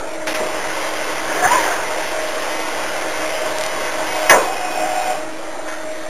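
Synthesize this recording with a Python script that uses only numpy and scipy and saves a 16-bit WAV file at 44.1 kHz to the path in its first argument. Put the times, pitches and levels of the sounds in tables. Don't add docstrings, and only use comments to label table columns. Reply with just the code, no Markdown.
import sys
import numpy as np
from scipy import signal
from scipy.io import wavfile
from scipy.ndimage import uniform_filter1d

SR = 44100
rng = np.random.default_rng(int(sys.argv[2]) if len(sys.argv) > 2 else 0)


def dump(signal):
    limited = np.clip(np.atleast_2d(signal).T, -1, 1)
    pcm = np.round(limited * 32767).astype(np.int16)
    wavfile.write(sys.argv[1], SR, pcm)


N = 268559


def gain_of(db):
    return 10 ** (np.asarray(db) / 20)


def evened(x):
    return x / np.sqrt(np.mean(x ** 2) + 1e-20)


def read(points, hz):
    f, value = np.transpose(points)
    return np.interp(np.log(hz + 1), np.log(f + 1), value)


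def humps(modes, hz):
    return sum(gain_of(db) / np.sqrt(1 + (2 * (hz - f) / width) ** 2) for f, width, db in modes)


def noise(magnitude, patchy_db, size=2048):
    hop = size // 4
    frames = N // hop + 5
    hz = np.fft.rfftfreq(size, 1 / SR)
    a, b, patches = rng.standard_normal((frames, len(hz), 3)).T
    patches = uniform_filter1d(patches, 12, 0)
    patches = evened(uniform_filter1d(patches, 8, 1))
    shape = magnitude(hz[:, None], np.arange(frames) * hop / SR)
    z = (a + 1j * b) * shape * gain_of(patchy_db * patches)
    return signal.istft(z, nperseg=size, noverlap=size - hop)[1][:N]


def wander(per_s):
    knots = 1.606 * np.tanh(rng.standard_normal(int(N / SR * per_s) + 3))
    return np.interp(np.arange(N) / SR * per_s, np.arange(len(knots)), knots)


def tones(hz, orders, drift, waver_db, per_s):
    out = np.zeros(N)
    for multiple, db in orders:
        turns = np.cumsum(multiple * hz * (1 + drift * wander(per_s))) / SR
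        strength = np.sqrt(2) * gain_of(db + waver_db * wander(per_s))
        out += strength * np.sin(2 * np.pi * turns)
    return out


# pitch_hz, level_db
BLADE_TONES = [(317.6, -40), (624.5, 0)]
# pitch_hz, level_db
FAN_RUSH = [(15, -46), (25, -11), (43, -33), (237, -26.5), (313, -15.5), (400, -19), (510, -16),
            (560, -13.5), (625, -9), (700, -16.5), (1170, -21), (1570, -21), (4000, -33), (5200, -64)]
# time_s, level_db
BLADE_LEVEL = [(0, -36), (.2, -31.5), (.52, -28.5), (.66, -37.5), (.92, -33), (1.3, -38.5), (2.25, -30),
               (2.6, -46), (2.95, -35), (3.36, -32), (3.8, -35.5), (4.31, -27), (4.55, -39), (4.8, -30.5),
               (5.29, -28.5), (5.4, -39.5), (5.72, -36.5), (6.09, -28.5)]
RUSH_DB = -30


def fans():
    rush = evened(noise(lambda hz, s: gain_of(read(FAN_RUSH, hz)), patchy_db=2.5))
    high_level = gain_of(np.interp(np.arange(N) / SR, *np.transpose(BLADE_LEVEL)))
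    low = tones(np.ones(N), BLADE_TONES[:1], drift=0.012, waver_db=3.5, per_s=20)
    high = tones(np.ones(N), BLADE_TONES[1:], drift=0.003, waver_db=3.5, per_s=10)
    return gain_of(RUSH_DB) * rush + low + high_level * high


# pitch_hz, level_db (per Hz)
AIR_SPECTRUM = [(15, -47), (25, -14), (32, -20), (228, -20.5), (330, -10.5), (421, -10), (617, -2.5),
                (870, -7), (1240, -10), (2070, -10.5), (2500, -11), (3200, -12), (3900, -18.5), (4600, -30),
                (8800, -92)]
# pitch_hz, width_hz, level_db
CABINET_MODES = [(411, 15, -8.5), (510, 13.4, -5), (920, 11, -2), (1088, 18.4, -0.5), (1517, 14.5, -1),
                 (1760, 12, -8), (2010, 15, 0), (2124, 10, -1)]
FLOW_ON_S, FLOW_OFF_S, FLOW_DB = 0.259, 5.137, -25
FLOW_START_DB, FLOW_BUILD_S = -3.5, 0.39
FLOW_FADE_DB_PER_S = 90
LEAD_UP_S, LEAD_UP_DB = 0.54, 2
CLAMPED_S, CLAMPED_DB = 4.42, -3
HEAD_HISS_DB = 6


def vacuum():
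    t = np.arange(N) / SR
    unbuilt = np.clip(1 - (t - FLOW_ON_S) / FLOW_BUILD_S, 0, 1)
    lead_up = np.clip(1 - (CLAMPED_S - t) / LEAD_UP_S, 0, 1)
    shut = np.clip((t - CLAMPED_S) / 0.082, 0, 1)
    flow_db = FLOW_DB + FLOW_START_DB * unbuilt + HEAD_HISS_DB * speed()
    flow_db += LEAD_UP_DB * lead_up * (1 - shut) + CLAMPED_DB * shut
    flow_db -= FLOW_FADE_DB_PER_S * np.maximum(t - FLOW_OFF_S, 0)

    def coloured(hz, s):
        return gain_of(read(AIR_SPECTRUM, hz)) * (0.43 + humps(CABINET_MODES, hz))
    hiss = evened(noise(coloured, patchy_db=1.4))
    opening = np.clip((t - FLOW_ON_S) / 0.02, 0, 1)
    return opening * gain_of(flow_db) * hiss


# start_s, level_db, t60_s (time to fall by 60 dB)
AIR_BURSTS = [(0.2698, -20, 0.45), (.3395, -28, 0.27)]
# pitch_hz, level_db (per Hz)
BURST_SPECTRUM = [(88, -46), (150, -17), (569, 2), (1030, -8.5), (1150, -15), (1370, -2.5), (2190, -2),
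                  (4000, -9.5), (5200, -41), (8800, -120)]


def valve():
    t = np.arange(N) / SR
    strength = np.zeros(N)
    for start, db, t60 in AIR_BURSTS:
        fading = gain_of(db - 60 * np.clip(t - start, 0, 2) / t60)
        strength += fading * np.clip((t - start) / 0.0017, 0, 1)
    air = noise(lambda hz, s: gain_of(read(BURST_SPECTRUM, hz)), patchy_db=1.5, size=256)
    return strength * evened(air)


# start_s, level_db, brightness_db_per_octave
CLAMP_BLOWS = [(0.399, -24.5, -8), (4.291, -27, -7), (4.295, -9.5, 5), (4.304, -11.5, -1.5),
               (4.335, -19.5, -6.5), (5.678, -31, 6), (5.722, -34.5, 7)]
# pitch_hz, level_db (per Hz)
FRAME_RING = [(35, -60), (60, -45), (308, -17.5), (521, 1), (655, -4.5), (780, -2), (883, -25), (964, 4.5),
              (1210, -10.5), (1470, -0.5), (1810, -1.5), (2090, -0.5), (2400, -13.5), (3360, -21),
              (4000, -28), (5200, -54), (8800, -120)]
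# pitch_hz, t60_s (time to fall by 60 dB)
FRAME_DECAY = [(250, 0.58), (700, 0.48), (1100, 0.5), (1500, 0.22), (2000, 0.18), (3000, 0.18)]


def blows():
    out = np.zeros(N)
    t = np.arange(N) / SR
    for at, db, tilt_db in CLAMP_BLOWS:
        def ring(hz, s):
            fall_db = -60 * np.clip(s - at, 0, 1) / read(FRAME_DECAY, hz)
            bright_db = tilt_db * np.log2(hz / 1000 + 0.01)
            return gain_of(read(FRAME_RING, hz) + bright_db + fall_db) * (abs(s - at) < 0.9)
        rattle = noise(ring, patchy_db=1.0, size=512)
        rattle = rattle * np.clip((t - at) / 0.0019, 0, 1)
        first_50_ms = rattle[round(at * SR):][:SR // 20]
        out += gain_of(db) * rattle / np.std(first_50_ms)
    return out


# time_s, servo_pitch_hz
HEAD_TRAVEL = [(1.25, 483), (1.4, 690), (1.462, 744), (1.522, 1030), (1.58, 991), (1.85, 405)]
TOP_HZ = 1030


def head_motion():
    s, pitch_hz = np.transpose(HEAD_TRAVEL)
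    t = np.arange(N) / SR
    on = np.clip(np.minimum(t - s[0], s[-1] - t) / 0.0063, 0, 1)
    return on, np.interp(t, s, pitch_hz)


def speed():
    on, hz = head_motion()
    return on * np.clip(2 * hz / TOP_HZ - 1, 0, 1)


# pitch_hz, level_db (per Hz)
CARRIAGE_RUMBLE = [(59, -59), (100, -16.5), (286, -21), (401, -3), (590, -13), (710, -1), (791, -15),
                   (1010, -7), (1220, -12), (1710, -2), (4000, -59), (5200, -57), (8800, -120)]
# multiple_of_servo_pitch, level_db
SERVO_PARTIALS = [(1, 4), (2, -8.5), (2.33, -16), (1.5, -12)]
# pitch_hz, width_hz, level_db
RAIL_MODES = [(724, 50, -5.5), (1002, 49, -1.5), (1580, 86, -4), (1740, 56, 6.5)]
TONE_TOP_DB, TONE_SLOW_DB = -24.5, -33.5
RUMBLE_TOP_DB, RUMBLE_SLOW_DB = -23, -27.5
BRAKE_DB = -7.5
JOLT_S, JOLT_WIDTH_S = 1.455, 0.026
JOLT_TONE_DB, JOLT_RUMBLE_DB = 9, 8
JOLT_RAIL_DB = -21.5


def head():
    on, hz = head_motion()
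    fast = speed()
    jolt = np.exp(-((np.arange(N) / SR - JOLT_S) / JOLT_WIDTH_S) ** 2)
    slowing = 1.0 * (np.gradient(hz) < 0)
    braking = uniform_filter1d(slowing, size=2000) * np.sqrt(1 - fast)
    tone_db = TONE_SLOW_DB + (TONE_TOP_DB - TONE_SLOW_DB) * fast
    tone_db += BRAKE_DB * braking + JOLT_TONE_DB * jolt
    rumble_db = RUMBLE_SLOW_DB + (RUMBLE_TOP_DB - RUMBLE_SLOW_DB) * fast + JOLT_RUMBLE_DB * jolt
    whine = np.zeros(N)
    for multiple, db in SERVO_PARTIALS:
        partial = tones(hz, [(multiple, db)], drift=0.0278, waver_db=4.5, per_s=140)
        whine += (0.33 + humps(RAIL_MODES, multiple * hz)) * partial
    rumble = evened(noise(lambda f, s: gain_of(read(CARRIAGE_RUMBLE, f)), patchy_db=2.5, size=1024))
    shaken = evened(noise(lambda f, s: humps(RAIL_MODES, f) ** 2, patchy_db=1, size=1024))
    rail = gain_of(JOLT_RAIL_DB) * jolt * shaken
    return on * (rail + gain_of(tone_db) * whine + gain_of(rumble_db) * rumble)


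# pitch_hz, level_db
DRONE_TONES = [(733, 0.5), (781, -2), (1464, -12.5), (1556, -18), (2510, -13)]
# pitch_hz, width_hz, level_db
GEAR_BANDS = [(734, 51, -2.5), (1500, 90, -17), (2500, 58, -8.5)]
TABLE_ON_S, TABLE_OFF_S, TABLE_RISE_S, TABLE_FALL_S = 4.13, 5.12, 0.036, 0.085
TABLE_DB, TABLE_GROWTH_DB_PER_S = -32.5, 2.5


def table():
    t = np.arange(N) / SR
    rise = (t - TABLE_ON_S) / TABLE_RISE_S
    fall = 1 - (t - TABLE_OFF_S) / TABLE_FALL_S
    on = np.clip(np.minimum(rise, fall), 0, 1)
    gears = evened(noise(lambda hz, s: humps(GEAR_BANDS, hz) ** 2, patchy_db=2.0))
    drone = tones(np.ones(N), DRONE_TONES, drift=0.00692, waver_db=4.5, per_s=40)
    drone += gain_of(3.0) * gears
    return on * gain_of(TABLE_DB + TABLE_GROWTH_DB_PER_S * (t - TABLE_ON_S)) * drone


def scene():
    mix = fans() + vacuum() + valve() + blows() + head() + table()
    return np.tile(mix, (2, 1))


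# time_s, width_s
LEVEL_DIPS = [(0.337, 0.0045)]


def dipped(x):
    t = np.arange(N) / SR
    for at, width in LEVEL_DIPS:
        x = x * (1 - 0.84 * np.exp(-((t - at) / width) ** 2))
    return x


CAMERA_HZ = 8000
OFFSET = 0.0447


def sample_and_hold(x):
    samples = signal.resample_poly(x, 11 * CAMERA_HZ, SR)[::11]
    samples = np.clip(samples + OFFSET, -0.97, 0.97)
    held = signal.resample_poly(np.repeat(samples, 11), SR, 11 * CAMERA_HZ)[:N]
    return np.pad(held, (0, N - len(held)), "edge")


TICK_S, TICK_GAP_S, TICK_COUNT = 3.5856, 0.02617, 4
TICK_DB = -2.5


def ticks():
    t = np.arange(N) / SR
    starts = TICK_S + TICK_GAP_S * np.arange(TICK_COUNT)
    return -sum(gain_of(TICK_DB) * np.exp(-((t - at) / 0.000028) ** 2) for at in starts)


# pitch_hz, level_db
TONE_CURVE = [(100, -0.5), (4000, 1.5), (7000, 1), (11000, 1.5), (11800, -5), (12050, -25), (12300, 1.5),
              (14900, -2), (15500, -30)]
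# loudness_db, edge_hz
TREBLE_LIMIT = [(-34, 12600), (-22.5, 13500), (-18.5, 14700)]
# pitch_hz, level_db
SIDE_LEVEL = [(200, -36), (600, -26), (1200, -10), (2000, -7), (3200, -9), (5000, -18), (10000, -12)]


def tone_and_side(held, x):
    t = np.arange(N) / SR
    hz, s, z = signal.stft(held, SR, nperseg=1024, noverlap=768)
    power = np.interp(s, t, uniform_filter1d(x ** 2, size=1024))
    loud_db = 10 * np.log10(uniform_filter1d(power, size=40) + 1e-9)
    edge_hz = np.interp(loud_db, *np.transpose(TREBLE_LIMIT))
    z = z * gain_of(read(TONE_CURVE, hz))[:, None] * (hz[:, None] < edge_hz)
    has_side = rng.random((len(s) // 16 + 1, len(hz) // 14 + 1)).T < 0.1
    has_side = has_side.repeat(14, axis=0).repeat(16, axis=1)[:len(hz), :len(s)]
    side = 1j * z * gain_of(read(SIDE_LEVEL, hz))[:, None] * has_side
    return signal.istft(np.array([z + side, z - side]), nperseg=1024, noverlap=768)[1][:, :N]


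def roll_off(x):
    return signal.sosfilt(signal.butter(12, 15510, fs=SR, output="sos"), x)


def record(dry):
    x = dipped(dry[0])
    held = sample_and_hold(x) + ticks()
    both = tone_and_side(held, x)
    return roll_off(both)


dry = scene()
out = record(dry)
dump(out)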